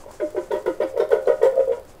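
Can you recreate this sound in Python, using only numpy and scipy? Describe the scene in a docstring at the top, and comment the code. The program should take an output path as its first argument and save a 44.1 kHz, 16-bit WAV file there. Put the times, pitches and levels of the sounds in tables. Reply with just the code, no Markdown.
"""Chickpeas shaken from a tin

Drained chickpeas are shaken out of a tin over a pan in a small kitchen, about seven shakes a second.
Clumps strike the tin: each impulse swells a gliding air resonance and rings the decaying wall modes.
The lows of the hollow note rise as the tin empties. Filtered noise gives the soft hiss of sliding wet peas,
ticks, clicks and splats; a diffuse tail and a faint steady noise form the room."""
import sys
import numpy as np
from scipy import signal
from scipy.fft import rfft, irfft
from scipy.io import wavfile

SR = 44100
rng = np.random.default_rng(int(sys.argv[2]) if len(sys.argv) > 2 else 0)


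def digitize_waveform(pressure):
    """Quantize a signal to 16-bit integers and store it at the path in sys.argv[1].

    Rows of a 2-D input are taken as channels; values are limited to [-1, 1].
    """
    field = np.atleast_2d(pressure).T
    bounded = np.clip(field, -1, 1)
    quanta = np.round(bounded * 32767).astype(np.int16)
    wavfile.write(sys.argv[1], SR, quanta)


N = 88200
TIME = np.arange(N) / SR

# Steady room noise, relative spectrum: [f/Hz, level/dB]
ROOM_COLOUR = [(25, 5), (45, -9.5), (70, 0), (120, -7), (200, -9.5), (500, -5.5), (1000, -14.5),
               (2500, -27), (7000, -35), (15000, -34.5)]
ROOM_NOISE_DB = -46.5

# Wet peas slide between the shakes: [middle t/s, Gaussian half length/s, level/dB]
SLIDES = [(.01, 0.026, -50), (0.141, 0.032, -48.5), (0.272, 0.05, -52), (0.434, 0.048, -50.5),
          (0.594, 0.028, -51.5), (0.73, 0.046, -53), (0.896, 0.021, -50.5), (1.327, 0.11, -54),
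          (1.623, 0.041, -54), (1.754, 0.025, -52), (1.904, 0.023, -51)]
# Relative spectrum of the sliding hiss: [f/Hz, level/dB]
SLIDE_COLOUR = [(1000, 17.5), (3500, 2), (5500, 7.5), (7500, 10), (9500, 4), (12000, -1), (15000, -34)]

# Sticky ticks as peas part, before the common tick level: [t/s, level/dB]
TICKS = [(0.0244, -55), (0.1137, -25.5), (0.305, -27.5), (0.6594, -28.5), (1.091, -28), (1.2274, -32),
         (1.5567, -29)]
TICK_DB, TICK_LOW_HZ, TICK_T60_S = -12.5, 2980, .013
SPATTER_PER_S, SPATTER_DB = 67, -65.5

# Loose peas roll against the wall between the clumps: [t/s, level/dB]
ROLLING = [(0, -50), (.08, -37), (.45, -47), (.65, -33), (.9, -33), (1.3, -27), (1.77, -27), (1.82, -66)]
ROLLS_PER_S = 270

# Single peas click on the tin, each spot with its own pitch: [t/s, f/Hz, peak level/dB]
PEA_CLICKS = [(0.038, 930, -37.5), (0.107, 1025, -33.5), (0.201, 1630, -30.5), (0.5135, 3560, -35.5),
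              (0.518, 1956, -29), (0.662, 1420, -28), (0.834, 4883, -43.5), (1.2575, 4100, -45),
              (1.72, 925, -32.5)]
PEA_CONTACT_S, PEA_T60_S = 0.0017, 0.023
# Thin clinks of the rim: [t/s, f/Hz, peak level/dB]
CLINKS = [(1.0, 3680, -38), (1.0, 5400, -44), (1.432, 3660, -42.5), (1.443, 7590, -39.5)]
CLINK_GRAIN_S, CLINK_T60_S = 0.018, 0.016

# Clumps hit the tin, push before the resonances: [t/s, thud level/dB, wall clatter level/dB]
CLUMPS = [(0.062, -29.5, -56), (0.082, -30, -37.5), (0.201, -20, -28.5), (0.219, -12, -39.5),
          (0.348, -15, -48), (0.362, -15, -28), (0.377, -15.5, -30), (0.507, -18.5, -27),
          (0.514, -12.5, -28), (0.535, -7.5, -23.5), (0.554, -16.5, -27.5), (0.661, -10.5, -20.5),
          (0.677, -8, -26), (0.803, -11, -26.5), (0.818, -12, -21.5), (0.831, -15.5, -28),
          (0.942, -23, -56), (0.963, -17, -36), (0.975, -10, -28), (0.998, -6, -19.5), (1.02, -11.5, -33),
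          (1.105, -15.5, -32), (1.116, -9.5, -21), (1.13, -0.5, -23.5), (1.158, -12.5, -31.5),
          (1.273, -5.5, -21), (1.283, -4.5, -25.5), (1.3, -6.5, -28), (1.312, -21, -31), (1.415, -11, -27),
          (1.431, -4, -21), (1.452, -2.5, -22), (1.526, -17.5, -43), (1.562, -22, -37), (1.575, -12, -49),
          (1.592, -9.5, -31.5), (1.603, -12, -36.5), (1.675, -12.5, -47), (1.694, -14, -44),
          (1.709, -16.5, -36.5), (1.718, -46, -26), (1.773, -30.5, -46)]
# Single peas follow a clump and die away with time constant STRAGGLE_S
STRAGGLERS_PER_S, STRAGGLE_S = 900, 0.013
THUD_STRAGGLER_DB, WALL_STRAGGLER_DB = -14.5, -5

# Air note of the tin at each shake: [t/s, f/Hz at the start, f/Hz at the bottom]
SHAKES = [(.19, 542.3, 336.4), (0.344, 445.7, 367.2), (0.507, 496.8, 369.7), (.655, 472.4, 339.5),
          (0.797, 492.6, 343.2), (0.967, 523.5, 415.8), (1.11, 539.8, 420), (1.264, 478.2, 508),
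          (1.414, 473.4, 479), (1.561, 550, 506), (1.68, 519, 505.6)]
SAG_S, SAG_HOLD_S = 0.056, .105  # from the shake's start: the bottom is reached, then left
# Half width of the air note, purer in the empty tin: [t/s, half width/Hz]
AIR_WIDTH_HZ = [(0, 88.8), (1.4, 67.1), (1.65, 40.2)]
AIR_LEAD_S = 0.003873  # the swell starts just before the crack
AIR_T60_S, AIR_DB = 0.15, -5
AIR_RING_DB, AIR_RING_RATIO = -19, 0.94  # the note rings on, a little below the swell
SOFT_HZ, LOW_CUT_HZ = 850, 341

# Low modes of the tin: [f/Hz, full tin level/dB, empty tin level/dB, empty tin t60/s]
LOW_MODES = [(381.6, -21.5, -50, 0.25), (428, -22, -24, 0.28), (531, -21, -16, 0.3), (604, -15, -21, 0.25),
             (675, -48, -26, 0.18)]
EMPTYING_S = 0.94
FULL_RING_SHARE = .45  # peas damp the full tin, so it rings this share as long

# Modes of the tin wall: [f/Hz before detuning, level/dB, undamped t60/s]
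WALL_MODES = [(794, -12.5, 0.23), (934, -5, 0.078), (958.7, -6.5, 0.16), (1058, -25, 0.24),
              (1240, -11.5, 0.093), (1300, -11, 0.057), (1451, -17, 0.16), (1415, -17.5, 0.26),
              (1755, -16, 0.032), (1890, -21, 0.19), (2040, -39.5, 0.33)]
# Peas damp the wall until the last ones leave: [t/s, share of t60]
WALL_RING_SHARE = [(0, 0.28), (1.2, 0.62), (1.7, 0.95)]
WALL_DB = -4
GRIP_DETUNE = 0.0084  # relative spread; the grip shifts the modes from blow to blow, more in the full tin
# Relative spectrum of the dull contact crack: [f/Hz, level/dB]
CRACK = [(100, -14.5), (180, 12), (270, 5), (500, -15.5), (950, -2), (1150, 0), (1450, -18), (2000, 2),
         (2500, -21.5), (3400, -6.5), (4300, -41.5), (7500, -36), (15000, -38)]
CRACK_DB, CRACK_RISE_S, CRACK_SMEAR_S = 14, 0.0063, 0.0056

SWELL_S = .025  # time a swell takes to reach its top
GULP_DB = -22
# The base of the tin rings where the load lands on it: [t/s, f/Hz, level/dB]
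BASE_RINGS = [(0.212, 603, -21), (0.355, 603, -23), (0.53, 600, -21), (0.665, 520, -23), (0.803, 598, -20),
              (0.997, 607, -18), (1.278, 600, -18), (1.435, 520, -14), (1.556, 665, -23)]

# Wet splats on the harder shakes: [t/s, level/dB]
SPLATS = [(0.517, -47.5), (0.662, -51), (.81, -53), (0.832, -65), (0.975, -50), (0.999, -53), (1.105, -49),
          (1.129, -54), (1.27, -50.5), (1.428, -45.5), (1.446, -56)]
SPLAT_S, SPLAT_LOW_HZ, SPLAT_HIGH_HZ = 0.029, 2560, 7000

KITCHEN_T60_S, WALL_DELAY_S = 0.32, 0.0011
THUD_WET_DB, CLATTER_WET_DB = -10.5, -5
CUTOFF_HZ = 15600


def from_db(db):
    """Amplitude ratio: 20 dB is a factor of ten."""
    return 10 ** (np.asarray(db) / 20)


def rms_one(x):
    """Normalisation to unit root mean square."""
    return x / np.sqrt(np.mean(x ** 2) + 1e-20)


def cut(x, hz, kind, order=2):
    """Butterworth high- or low-pass: a maximally flat passband."""
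    return signal.sosfilt(signal.butter(order, min(hz, .45 * SR), kind, fs=SR, output="sos"), x + 1e-18)


def colour(x, points):
    """Minimum-phase filtering: a folded cepstrum gives the causal response through (f/Hz, level/dB) points."""
    size = 2 * N
    hz, db = np.transpose(points)
    log_f = np.log(np.fft.rfftfreq(size, 1 / SR) + 1)
    cepstrum = irfft(np.log(from_db(np.interp(log_f, np.log(hz), db))))
    cepstrum[1:N] *= 2
    cepstrum[N + 1:] = 0
    return irfft(rfft(x, size) * np.exp(rfft(cepstrum)))[:N]


def ring(clicks, hz, t60):
    """Damped oscillator: a unit click excites a decaying sine of initial height 1."""
    r = np.exp(-np.log(1000) / (t60 * SR))
    w = 2 * np.pi * hz / SR
    return signal.lfilter([0, np.sin(w)], [1, -2 * r * np.cos(w), r * r], clicks + 1e-18)


def add(out, s, x):
    """Superposition: mix x into out from time s on."""
    start = max(int(s * SR), 0)
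    out[start:start + len(x)] += x[:max(N - start, 0)]


def impacts(per_s, count):
    """Random impulse train: independent arrivals with normally distributed heights."""
    return (rng.random(count) < per_s / SR) * rng.standard_normal(count)


def room_noise():
    """Steady noise: a random signal shaped by the room spectrum."""
    return from_db(ROOM_NOISE_DB) * rms_one(colour(rng.standard_normal(N), ROOM_COLOUR))


def sliding():
    """Friction noise: coloured hiss under Gaussian swells of level."""
    level = sum(from_db(db) * np.exp(-.5 * ((TIME - s) / half) ** 2) for s, half, db in SLIDES)
    return level * rms_one(colour(rng.standard_normal(N), SLIDE_COLOUR))


def ticks():
    """Adhesive release: parting wet skins snap as decaying noise, a few clearly and many as fine spatter."""
    clicks = np.zeros(N)
    for s, db in TICKS:
        add(clicks, s, from_db([db + TICK_DB]))
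    t = TIME[:N // 40]
    snap = rng.standard_normal(len(t)) * np.exp(-np.log(1000) * t / TICK_T60_S)
    spatter = impacts(SPATTER_PER_S, N)
    clear, fine = (cut(signal.fftconvolve(c, snap)[:N], TICK_LOW_HZ, "high", order=1)
                   for c in (clicks, spatter))
    return clear + from_db(SPATTER_DB) * rms_one(fine)


def rolling():
    """Random excitation: rolling peas press on the wall in impulses of varying level."""
    return impacts(ROLLS_PER_S, N) * from_db(np.interp(TIME, *np.transpose(ROLLING)))


def rubbed(rows, contact_s, t60):
    """Contact excitation: grainy, exponentially dying noise rings one resonance per row."""
    out, t = np.zeros(N), TIME[:N // 4]
    for s, hz, db in rows:
        contact = np.exp(-t / contact_s) * rng.standard_normal(len(t))
        tone = ring(contact, hz, t60)
        add(out, s, from_db(db) * tone / np.abs(tone).max())
    return out


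def clinks():
    """Local resonance: single peas click on the tin, and now and then one grazes the rim with a thin ting."""
    return rubbed(PEA_CLICKS, PEA_CONTACT_S, PEA_T60_S) + rubbed(CLINKS, CLINK_GRAIN_S, CLINK_T60_S)


def clump(straggler_db):
    """Collision of a granular mass: one unit blow, then a dying shower of single peas."""
    t = TIME[:N // 4]
    clicks = impacts(STRAGGLERS_PER_S, len(t)) * from_db(straggler_db) * np.exp(-t / STRAGGLE_S)
    clicks[0] = 1
    return clicks


def gliding(push, hz, lowpass):
    """Heterodyning: shift down, smooth, shift back up, so that the resonance follows hz."""
    turn = np.exp(2j * np.pi * np.cumsum(hz) / SR)
    return np.imag(turn * signal.sosfilt(lowpass, push / turn))


def air_note():
    """Cavity resonance: f/Hz moves to each shake's bottom, mostly a sag, holds, then moves to the next start."""
    points = []
    for s, start, bottom in SHAKES:
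        points += [(s, start), (s + SAG_S, bottom), (s + SAG_HOLD_S, bottom)]
    return np.interp(TIME, *np.transpose(points))


def low_rings(blows):
    """Modal damping: low modes pass from short rings in the full tin to long ones in the empty tin."""
    emptied = np.minimum(TIME / EMPTYING_S, 1)
    out = np.zeros(N)
    for hz, full_db, empty_db, t60 in LOW_MODES:
        push = blows * from_db(full_db + emptied * (empty_db - full_db))
        out += ring(push * (1 - emptied), hz, t60 * FULL_RING_SHARE)
        out += ring(push * emptied, hz, t60)
    return out


def thuds():
    """Forced resonance: soft blows swell the air note; with the rolling peas they sustain the low rings."""
    note = air_note()
    blows, air = np.zeros((2, N))
    for s, db, _ in CLUMPS:
        push = from_db(db) * clump(THUD_STRAGGLER_DB)
        width = np.interp(s, *np.transpose(AIR_WIDTH_HZ))
        hz = np.interp(s + TIME[:len(push)], TIME, note)
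        swelling = gliding(push, hz, signal.butter(3, width, fs=SR, output="sos"))
        add(air, s - AIR_LEAD_S, swelling * SR / (2 * width))  # offsets the loss in a narrow band
        add(blows, s, push)
    blows += rolling() + 1e-18
    decay = signal.tf2sos([1], [1, -np.exp(-np.log(1000) / (AIR_T60_S * SR))])
    air += from_db(AIR_RING_DB) * gliding(blows, note * AIR_RING_RATIO, decay)
    soft = cut(from_db(AIR_DB) * air + low_rings(blows), SOFT_HZ, "low")
    return cut(soft, LOW_CUT_HZ, "high", order=8)


def struck(push, s):
    """Modal superposition: a blow at time s rings every wall mode, longer as the tin empties."""
    share = np.interp(s, *np.transpose(WALL_RING_SHARE))
    out = 0
    for hz, db, t60 in WALL_MODES:
        detuned = hz * (1 + rng.normal(0, GRIP_DETUNE / share))
        out = out + from_db(db) * ring(push, detuned, t60 * share)
    return out


def clatter():
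    """Impact noise: each clump crunches with its own grain, heard as a crack and through the wall modes."""
    cracks, wall = np.zeros((2, N))
    t = TIME[:N // 32]
    shape = np.exp(-t / CRACK_SMEAR_S) * (1 - np.exp(-t / CRACK_RISE_S))
    for s, _, db in CLUMPS:
        grain = rng.standard_normal(len(t)) * shape / np.linalg.norm(shape)
        crunch = from_db(db) * signal.fftconvolve(clump(WALL_STRAGGLER_DB), grain)
        add(cracks, s, crunch)
        add(wall, s, struck(crunch, s))
    ringing = from_db(WALL_DB) * cut(wall, LOW_CUT_HZ, "high", order=8)
    return ringing + from_db(CRACK_DB) * colour(cracks, CRACK)


def swell(s):
    """Transient envelope: level rises from time s to 1 and dies soon after."""
    age = np.maximum(TIME - s, 0) / SWELL_S
    return age * np.exp(.5 * (1 - age ** 2))


def gulps():
    """Cavity tone: air drawn in behind the sliding load gives a clear gulp that bends with the air note."""
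    cycles = np.cumsum(air_note() * AIR_RING_RATIO) / SR
    tone = np.sin(2 * np.pi * (cycles + rng.random()))
    return from_db(GULP_DB) * tone * sum(swell(s + .5 * SWELL_S) for s, _, _ in SHAKES)


def base_rings():
    """Plate resonance: the base swells with the load and is damped by the hand before the next shake."""
    return sum(from_db(db) * swell(s) * np.sin(2 * np.pi * (hz * TIME + rng.random()))
               for s, hz, db in BASE_RINGS)


def splats():
    """Jet noise: liquid squeezed from between the peas bursts in short, grainy, band-limited noise."""
    level = np.zeros(N)
    for s, db in SPLATS:
        add(level, s, from_db(db) * np.exp(-TIME[:N // 8] / SPLAT_S))
    grains = rng.standard_normal(N) * rng.standard_normal(N)  # the product is spikier than plain noise
    band = cut(cut(grains, SPLAT_LOW_HZ, "high"), SPLAT_HIGH_HZ, "low", order=1)
    return level * rms_one(band)


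def kitchen(x):
    """Reverberation: convolution with exponentially decaying noise, a diffuse tail from the tiles."""
    t = TIME[:N // 3]
    tail = rng.standard_normal(len(t)) * np.exp(-np.log(1000) * t / KITCHEN_T60_S)
    tail *= t > WALL_DELAY_S
    return signal.fftconvolve(x, tail / np.linalg.norm(tail))[:N]


def scene():
    """Superposition of tin, peas and room at one microphone."""
    low = thuds() + gulps() + base_rings()
    high = clatter() + ticks() + clinks() + splats()
    reverberation = kitchen(from_db(THUD_WET_DB) * low + from_db(CLATTER_WET_DB) * high)
    return (low + high + sliding() + reverberation + room_noise())[None]


def record(dry):
    """Band limitation: an elliptic low-pass cuts the top steeply."""
    return signal.sosfilt(signal.ellip(12, .1, 80, CUTOFF_HZ, fs=SR, output="sos"), dry)


dry = scene()
out = record(dry)
digitize_waveform(out)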